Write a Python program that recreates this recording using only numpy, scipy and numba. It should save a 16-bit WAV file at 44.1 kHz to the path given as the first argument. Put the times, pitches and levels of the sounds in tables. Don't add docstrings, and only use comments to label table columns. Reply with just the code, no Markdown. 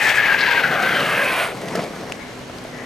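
import sys
import numpy as np
from scipy import signal
from scipy.fft import rfft, irfft, next_fast_len
from scipy.io import wavfile
from scipy.ndimage import uniform_filter1d
from numba import njit

SR = 44100
rng = np.random.default_rng(int(sys.argv[2]) if len(sys.argv) > 2 else 0)


def voltage_ratio(level):
    return 10 ** (np.asarray(level, float) / 20)


def materialize(psi):
    bounded = np.clip(np.atleast_2d(psi).T, -1, 1)
    quanta = np.round(bounded * 32767).astype(np.int16)
    wavfile.write(sys.argv[1], SR, quanta)


N = 125685


def rms_one(x):
    return x / np.sqrt(np.mean(x ** 2) + 1e-20)


def in_time(rows):
    s, *columns = np.transpose(rows)
    return [np.interp(np.arange(N) / SR, s, c) for c in columns]


def at_hz(points, hz):
    point_hz, value = np.transpose(points)
    return np.interp(np.log(hz), np.log(np.maximum(point_hz, 1)), value)


def bump(s, length_s):
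    return np.exp(-.5 * ((np.arange(N) / SR - s) / length_s) ** 2)


def drift(rate_hz):
    r = np.exp(-80 * np.pi * rate_hz / SR)
    noise = rng.standard_normal(N // 40 + 2002)
    slow = signal.lfilter([1], [1, -2 * r, r * r], noise)[2000:]
    return np.interp(np.arange(N) / 40, np.arange(len(slow)), rms_one(slow))


def band_pass(x, low_hz, high_hz, order=2):
    return signal.sosfilt(signal.butter(order, [low_hz, high_hz], "band", fs=SR, output="sos"), x)


@njit
def sweep(x, cosine, r):
    y = np.zeros(len(x))
    for i in range(2, len(x)):
        y[i] = x[i] - x[i - 2] + 2 * r * cosine[i] * y[i - 1] - r * r * y[i - 2]
    return y


def resonate(x, hz, width_hz):
    cosine = np.cos(2 * np.pi * hz / SR) * np.ones(N)
    r = np.exp(-np.pi * width_hz * 1.55 / SR)
    return rms_one(sweep(sweep(x, cosine, r), cosine, r))


def steady(x, share=.3):
    power = uniform_filter1d(x ** 2, size=200)
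    return rms_one(x / (power + .05) ** (share / 2))


def ring(clicks, hz, t60_s):
    r, w = voltage_ratio(-60 / (t60_s * SR)), 2 * np.pi * hz / SR
    return signal.lfilter([0, np.sin(w)], [1, -2 * r * np.cos(w), r * r], clicks + 1e-18)


def grains(per_s, spread_db):
    sizes = voltage_ratio(spread_db * np.minimum(rng.exponential(1, N), 4)) * rng.choice([-1, 1], N)
    hits = rng.random(N) < per_s / SR
    return rms_one(sizes * hits) + .5 * rng.standard_normal(N)


def colour(x, spectrum, patchy_db, likeness=None):
    out, together = 0, drift(9.0)
    edges_hz = 25 * 2 ** np.arange(0, 9.6, .5)
    for k, (low_hz, high_hz) in enumerate(zip(edges_hz, edges_hz[1:])):
        band = band_pass(x[k % 2], low_hz, high_hz)
        hz = np.sqrt(low_hz * high_hz)
        if likeness:
            alike = at_hz(likeness, hz)
            band = np.sqrt(1 + alike) * band[0] + np.sqrt(1 - alike) * band[1] * [[1], [-1]]
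        flicker_db = patchy_db * (together + 0.59 * drift(6.0))
        out = out + voltage_ratio(at_hz(spectrum, hz) + flicker_db) * band
    return rms_one(out)


SPREAD_DB, RIGHT_LAG_RAD = -21.5, 0.33


def place(x, pan_db):
    smear = voltage_ratio(SPREAD_DB) * (np.roll(x, 211) - np.roll(x, 367) + np.roll(x, 631))
    quadrature = signal.hilbert(x, next_fast_len(N))[:N].imag
    late = np.cos(RIGHT_LAG_RAD) * x + np.sin(RIGHT_LAG_RAD) * quadrature
    half_db = pan_db / 2 + np.zeros(N)
    return np.array([x + smear, late - smear]) * voltage_ratio([half_db, -half_db])


# hz, level_db_per_hz
AIR_SPECTRUM = [(15, -41), (25, -8), (216, -6), (246, -2.5), (514, -7), (687, -9.5), (804, -9.5),
                (3160, -16.5), (13400, -38)]
# hz, likeness_0_1
AIR_LIKENESS = [(25, 0.77), (60, 0.7), (240, 0.7), (950, 0.52), (3770, 0.41), (15000, 0.62)]
# hz, width_hz, level_db
DRONES = [(124.5, 10, -46.5), (185, 220, -55)]
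# hz, width_hz, level_db
CHAIN = [(5100, 270, -60.5), (6600, 490, -58)]
AIR_DB, AIR_PATCHY_DB, CHAIN_PER_S = -37, 0.9, 79
MOTOR_HZ, MOTOR_DB, MOTOR_FROM_S = 248.4, -43, 2.06


def air():
    since_s = np.arange(N) / SR - MOTOR_FROM_S
    far = sum(voltage_ratio(db + 0.38 * drift(2.2)) * resonate(rng.standard_normal(N), hz, width_hz)
              for hz, width_hz, db in DRONES)
    motor = np.sqrt(2) * np.sin(2 * np.pi * np.cumsum(MOTOR_HZ + 0.7 * drift(4.4)) / SR)
    far += voltage_ratio(MOTOR_DB + 0.7 * drift(2.3)) * np.clip(since_s / 0.12, .15, 1) * motor
    ticks = (rng.random(N) < CHAIN_PER_S / SR) * rng.uniform(0.53, 1, N) + 1e-9
    chain = sum(voltage_ratio(db) * resonate(ticks, hz, width_hz) for hz, width_hz, db in CHAIN)
    far += chain * np.clip(since_s / 0.14, 0, 1)
    rush = colour(rng.standard_normal((2, 2, N)), AIR_SPECTRUM, AIR_PATCHY_DB, AIR_LIKENESS)
    return voltage_ratio(AIR_DB) * rush + place(far, 0.25)


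# s, level_db
ROLL = [(0, -38.5), (.7, -30.5), (1.45, -33), (1.73, -32), (1.8, -28), (1.9, -35), (2.07, -33),
        (2.15, -40.5), (2.5, -42.5), (2.7, -42), (2.85, -38)]
# hz, level_db_per_hz
WHEEL_SPECTRUM = [(88, -43), (150, -0.5), (349, -7), (549, -6), (1540, -16.5), (1930, -15), (2420, -23.5),
                  (5440, -25), (13400, -39.5)]
# hz, width_hz, level_db
DECK = [(418, 238, -2.5), (675, 117, -9)]
ROLL_PAN_DB, TREBLE_HZ, TREBLE_SMOOTH_S = 2, 3000, .5


def wheels():
    db, = in_time(ROLL)
    out = colour([grains(2500, 4.6), grains(2500, 3.3)], WHEEL_SPECTRUM, patchy_db=2.0)
    treble = signal.sosfilt(signal.butter(2, TREBLE_HZ, "high", fs=SR, output="sos"), out)
    smooth_db = uniform_filter1d(db, size=int(TREBLE_SMOOTH_S * SR))
    out += treble * (voltage_ratio(smooth_db - db) - 1)
    out += sum(voltage_ratio(level_db + 0.5 * drift(9.1)) * resonate(grains(1500, 5.6), hz, width_hz)
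               for hz, width_hz, level_db in DECK)
    return place(voltage_ratio(db) * out, ROLL_PAN_DB)


NOTE_STEADY = .7
# peak_s, level_db, length_s, pitch_hz, left_right_db
CHIRPS = [
    (1.64, -39, .012, 1920, 1),
    (1.683, -34, 0.0085, 1900, 1),
    (1.739, -39, .005, 1870, 0),
    (1.76, -36, 0.008, 1860, 0),
    (1.869, -38, 0.017, 2240, 0),
    (2.236, -47.5, 0.069, 2160, 11),
    (2.24, -47.5, 0.071, 1730, 10),
    (2.794, -45.5, 0.036, 1780, 8),
    (2.813, -45.5, 0.087, 2000, 14),
]
CHIRP_WIDTH_HZ = 170


def chirps():
    out = 0
    for s, level_db, length_s, hz, pan_db in CHIRPS:
        tone = steady(resonate(rng.standard_normal(N), hz, CHIRP_WIDTH_HZ), NOTE_STEADY)
        out = out + place(voltage_ratio(level_db + 2.1 * drift(30)) * bump(s, length_s) * tone, pan_db)
    return out


# s, peak_db
KNOCKS = [(1.753, -11.5), (1.775, -16), (1.782, -23), (1.792, -12), (1.808, -20.5), (1.822, -23),
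          (1.836, -21), (1.846, -27), (2.497, -21.5), (2.651, -21), (2.82, -24)]
# hz, level_db, t60_s
KNOCK_MODES = [(313, -12, 0.081), (500, -8, 0.027), (665, 8, 0.031), (950, -14, 0.021), (1310, 1.5, 0.022),
               (2300, 2, 0.0076)]
KNOCK_DB, KNOCK_SPREAD_DB = -11, 1.5


def knocks():
    s, db = np.transpose(KNOCKS)
    out = np.zeros(N)
    chance_db = rng.normal(0, KNOCK_SPREAD_DB, (len(s), len(KNOCK_MODES)))
    for k, (hz, level_db, t60_s) in enumerate(KNOCK_MODES):
        clicks = np.zeros(N)
        clicks[(s * SR).astype(int)] = voltage_ratio(db + level_db + KNOCK_DB + chance_db[:, k])
        out += ring(clicks, hz, t60_s)
    return place(band_pass(out, 250, 2800), 1.2)


# s, peak_db, pitch_hz, left_right_db
STONES = [
    (1.563, -34, 8850, 3),
    (1.685, -26, 5000, 3),
    (1.686, -20.5, 3000, 7),
    (1.572, -22, 2300, 3),
    (1.756, -14, 5170, -3),
    (1.84, -21.5, 5050, -2),
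    (2.012, -35, 3800, -2),
    (2.122, -10.5, 2700, 5.5),
    (2.585, -26, 4530, 12),
    (2.64, -30, 9000, -8),
]
STONE_CYCLES, SNAP_DB = 6.2, -14.5


def stones():
    out = 0
    noise = np.diff(uniform_filter1d(rng.standard_normal(N + 1), size=3)) * 2
    for s, db, hz, pan_db in STONES:
        click = np.zeros(N)
        click[int(s * SR)] = voltage_ratio(db)
        t60_s = STONE_CYCLES * 2 / hz
        ping = ring(click, hz, t60_s) + 0.27 * ring(click, min(1.9 * hz, 12000), t60_s)
        snap = voltage_ratio(db + SNAP_DB) * bump(s + 0.0017, 0.00032) * noise
        out = out + place(ping + snap, pan_db)
    return out


# s, level_db, length_s, coarse_share_0_1
GRIT = [(0.065, -26.5, 0.047, 0), (0.17, -28.5, .015, 0.13), (0.393, -29, .004, 0.8),
        (0.093, -24, .003, .6), (.514, -41, 0.0023, 0.3), (.742, -31, 0.0026, .5), (1.323, -28, .003, 0.5),
        (0.413, -21.5, 0.007, 0.73), (0.474, -36, 0.033, 1), (0.72, -32, 0.0071, 0.3),
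        (0.829, -25.5, 0.004, 0.3), (0.958, -37, 0.025, 1), (1.005, -26.5, 0.0027, 0.8),
        (1.247, -31.5, 0.013, 0.03), (1.618, -35, 0.0055, 0.04), (1.758, -31, 0.0054, 0.04),
        (1.773, -33, .003, 0), (0.578, -38, 0.086, 0.92)]
# hz, level_db_per_hz
GRIT_SPECTRUM = [(600, -16), (2000, 13), (4500, -1), (7000, 4), (9000, -10.5), (12000, -15), (15000, -8.5)]
COARSE_HZ, COARSE_WIDTH_HZ = 3950, 1500


def grit():
    fine = colour([grains(3300, 3.4), grains(3100, 2.2)], GRIT_SPECTRUM, patchy_db=-0.5)
    coarse = resonate(grains(6000, 1.8), COARSE_HZ, COARSE_WIDTH_HZ)
    coarse = resonate(coarse, COARSE_HZ, COARSE_WIDTH_HZ)
    return sum(voltage_ratio(level_db) * bump(s, length_s) * (fine + share * (coarse - fine))
               for s, level_db, length_s, share in GRIT)


def sagging(s, level_db, length_s, hz, sag_hz_per_s, width_hz, share=None):
    since_s = np.clip(np.arange(N) / SR - s, -2 * length_s, 2 * length_s)
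    tone = resonate(rng.standard_normal(N), hz - sag_hz_per_s * since_s, width_hz)
    if share is not None:
        tone = steady(tone, share)
    return voltage_ratio(level_db) * bump(s, length_s) * tone


# s, level_db, length_s, pitch_hz, sag_hz_per_s
STREAKS = [
    (0.982, -27.5, 0.049, 3000, 4200),
    (0.98, -37, 0.02, 2700, 1300),
    (1.26, -27, 0.14, 2505, 1050),
    (0.78, -26, .08, 1323, 300),
    (0.98, -27.5, 0.3, 1350, 1000),
    (1.414, -32.5, 0.065, 1180, 520),
]
STREAK_WIDTH_HZ = 230


def edge_streaks():
    return sum(sagging(*row, STREAK_WIDTH_HZ) for row in STREAKS)


# s, level_db, length_s, pitch_hz, sag_hz_per_s
HEEL_NOTES = [
    (.53, -29, 0.047, 945, 102),
    (0.674, -37, 0.028, 800, 100),
    (0.786, -28, 0.11, 743, 97),
    (0.767, -27, 0.024, 605, 300),
    (0.845, -29.5, 0.023, 517, 500),
    (1.0, -32, 0.031, 553, -300),
    (1, -31.5, 0.031, 510, 100),
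    (1.23, -27.5, 0.056, 540, 300),
    (1.41, -30, 0.056, 670, 100),
    (1.345, -31.5, 0.069, 1040, 96),
]
NOTE_WIDTH_HZ = 45


def heel_notes():
    return sum(sagging(*row, NOTE_WIDTH_HZ, NOTE_STEADY) for row in HEEL_NOTES)


# s, level_db, squeal_hz, heel_hz, left_right_db, flat_0_1
DRAG = [
    (0, -18.5, 1870, 820, 6, 0),
    (.1, -16, 1727, 800, 5.5, 0.14),
    (.18, -18.5, 1693, 830, 5.5, 0.01),
    (.53, -17.5, 1608, 950, 5.5, 0.12),
    (.7, -20.5, 1467, 710, 4.5, 0.34),
    (.93, -17.5, 1583, 640, 3, 0.65),
    (1.2, -18, 1637, 500, 1, 0.91),
    (1.44, -17.5, 1424, 620, 0, 0.99),
    (1.53, -32, 1380, 600, 2, 1.0),
]
# s, depth_db, length_s
SKIPS = [
    (0.133, 1.5, 0.005),
    (0.27, -1, .015),
    (.37, 5, 0.0078),
    (0.46, 1, 0.0082),
    (0.624, 4, 0.005),
    (0.7, 2, 0.0081),
    (0.784, 1.5, 0.013),
]
# s, gain_db, length_s
BITES = [(0.026, 5.5, 0.0044), (0.053, 5, .004), (0.069, 6.5, 0.0033), (.1, 2, 0.011), (.175, 8, .004),
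         (0.185, 12.5, 0.0038), (0.205, 10, 0.0052), (0.24, 10, 0.0055), (0.292, 8, 0.0086),
         (0.31, 8.5, .004), (0.326, 10.5, 0.0029), (0.347, 11, 0.0026), (0.4, 2, 0.0036),
         (0.413, 6, 0.0075), (0.435, 8, .004), (.46, 6.5, 0.0075), (.478, 5, .004), (0.498, 4, 0.0033),
         (0.516, 12.5, 0.0022), (0.533, 7, 0.0028), (0.563, -2, 0.0032), (0.58, 14, 0.0035),
         (0.597, 9.5, 0.0034), (0.642, 15, 0.0044), (0.656, 12.5, 0.0049), (0.727, 10, .008),
         (0.786, 8, 0.004), (0.811, 5, .005), (0.846, 5, 0.007), (0.872, 11, 0.0045), (0.898, -3, 0.0033),
         (.925, 8, 0.005), (0.965, 10, 0.0042), (1.06, 7.5, 0.0035), (1.097, 6, .005), (1.136, 5, .005),
         (1.18, 8, .005), (1.198, 13, 0.0045), (1.222, 13, 0.008), (1.265, 7.5, .005), (1.31, 8, 0.0043)]
# hz, width_hz, level_db, gain_when_flat_db
SOLE = [(2000, 486, -4, -8), (2536, 270, -9.5, -24), (2630, 1100, -15.5, 0.5), (554, 196, -21.5, 8.5),
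        (9300, 2700, -46, 24.5)]
# hz, level_db_per_hz
SCRAPE_SPECTRUM = [(150, -35), (400, -6.5), (1000, -1), (2000, 1.5), (4000, -13), (7000, -25.5),
                   (11000, -26), (15000, -39)]
GRAINS_PER_S, SCRAPE_DB = 5000, -7.5
SQUEAL_DB, SQUEAL_FLAT_DB, SQUEAL_WIDTH_HZ, SQUEAL_STEADY, SQUEAL_WANDER = -6.5, -5.5, 85, .9, .006
HEEL_DB, HEEL_FLAT_DB, HEEL_WIDTH_HZ = -16.5, -5.5, 140
HISS_LOW_HZ, HISS_HIGH_HZ, HISS_DB = 13200, 15000, -28.5


def shoe():
    db, squeal_hz, heel_hz, pan_db, flat = in_time(DRAG)
    db = db - sum(depth_db * bump(s, length_s) for s, depth_db, length_s in SKIPS)
    db = db + 0.96 * drift(40) - 60 * (np.arange(N) > DRAG[-1][0] * SR)
    bite_db = sum(gain_db * bump(s, length_s) for s, gain_db, length_s in BITES)

    squeal_hz = squeal_hz * (1 + SQUEAL_WANDER * drift(20))
    squeal = steady(resonate(grains(GRAINS_PER_S, 3.9), squeal_hz, SQUEAL_WIDTH_HZ), SQUEAL_STEADY)
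    out = voltage_ratio(SQUEAL_DB + SQUEAL_FLAT_DB * flat + bite_db) * squeal
    heel = steady(resonate(grains(GRAINS_PER_S, 1.5), heel_hz, HEEL_WIDTH_HZ))
    out += voltage_ratio(HEEL_DB + HEEL_FLAT_DB * flat + 2.3 * drift(33)) * heel
    for hz, width_hz, level_db, flat_db in SOLE:
        mode = resonate(grains(GRAINS_PER_S, 6.0), hz + 0.18 * width_hz * drift(4.1), width_hz)
        out += voltage_ratio(level_db + flat_db * flat + 0.5 * drift(8)) * mode
    scrape = [grains(GRAINS_PER_S, 1.0), grains(GRAINS_PER_S, 3.5)]
    out += voltage_ratio(SCRAPE_DB) * colour(scrape, SCRAPE_SPECTRUM, patchy_db=0.6)
    hiss = band_pass(grains(GRAINS_PER_S, 3.0), HISS_LOW_HZ, HISS_HIGH_HZ, order=3)
    out += voltage_ratio(HISS_DB) * rms_one(hiss)
    return place(voltage_ratio(db) * out + grit() + edge_streaks() + heel_notes(), pan_db)


FAR_CUT_HZ = 13950


def scene():
    far = air() + wheels() + chirps() + knocks()
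    far = signal.sosfilt(signal.cheby2(12, 50, FAR_CUT_HZ, fs=SR, output="sos"), far)
    return far + stones() + shoe()


def low_pass(x):
    return signal.sosfilt(signal.butter(12, 15710, fs=SR, output="sos"), x)


# hz, side_gain_db
WIDTH = [(30, 4), (70, -15.5), (300, -1), (1000, -0.5), (4000, 1), (6500, 1), (8000, -2), (12000, -2.5),
         (14000, 2.5)]
MIC_CUT_HZ, TOP_DB = 14410, -41


def record(dry):
    size = next_fast_len(N + SR // 10)
    hz = np.maximum(np.arange(size // 2 + 1) * SR / size, 1)
    top_db = TOP_DB * np.clip((hz - MIC_CUT_HZ) / 300, 0, 1) - 60 * (hz > 15200)
    mid_side = [[1, 1.0], [1, -1.02]] @ np.tanh(dry)
    mid, side = rfft(mid_side, size) * voltage_ratio(top_db) / 2
    side = side * voltage_ratio(at_hz(WIDTH, hz))
    mix = irfft([mid + side, mid - side], size)[:, :N]
    return low_pass(mix)


dry = scene()
out = record(dry)
materialize(out)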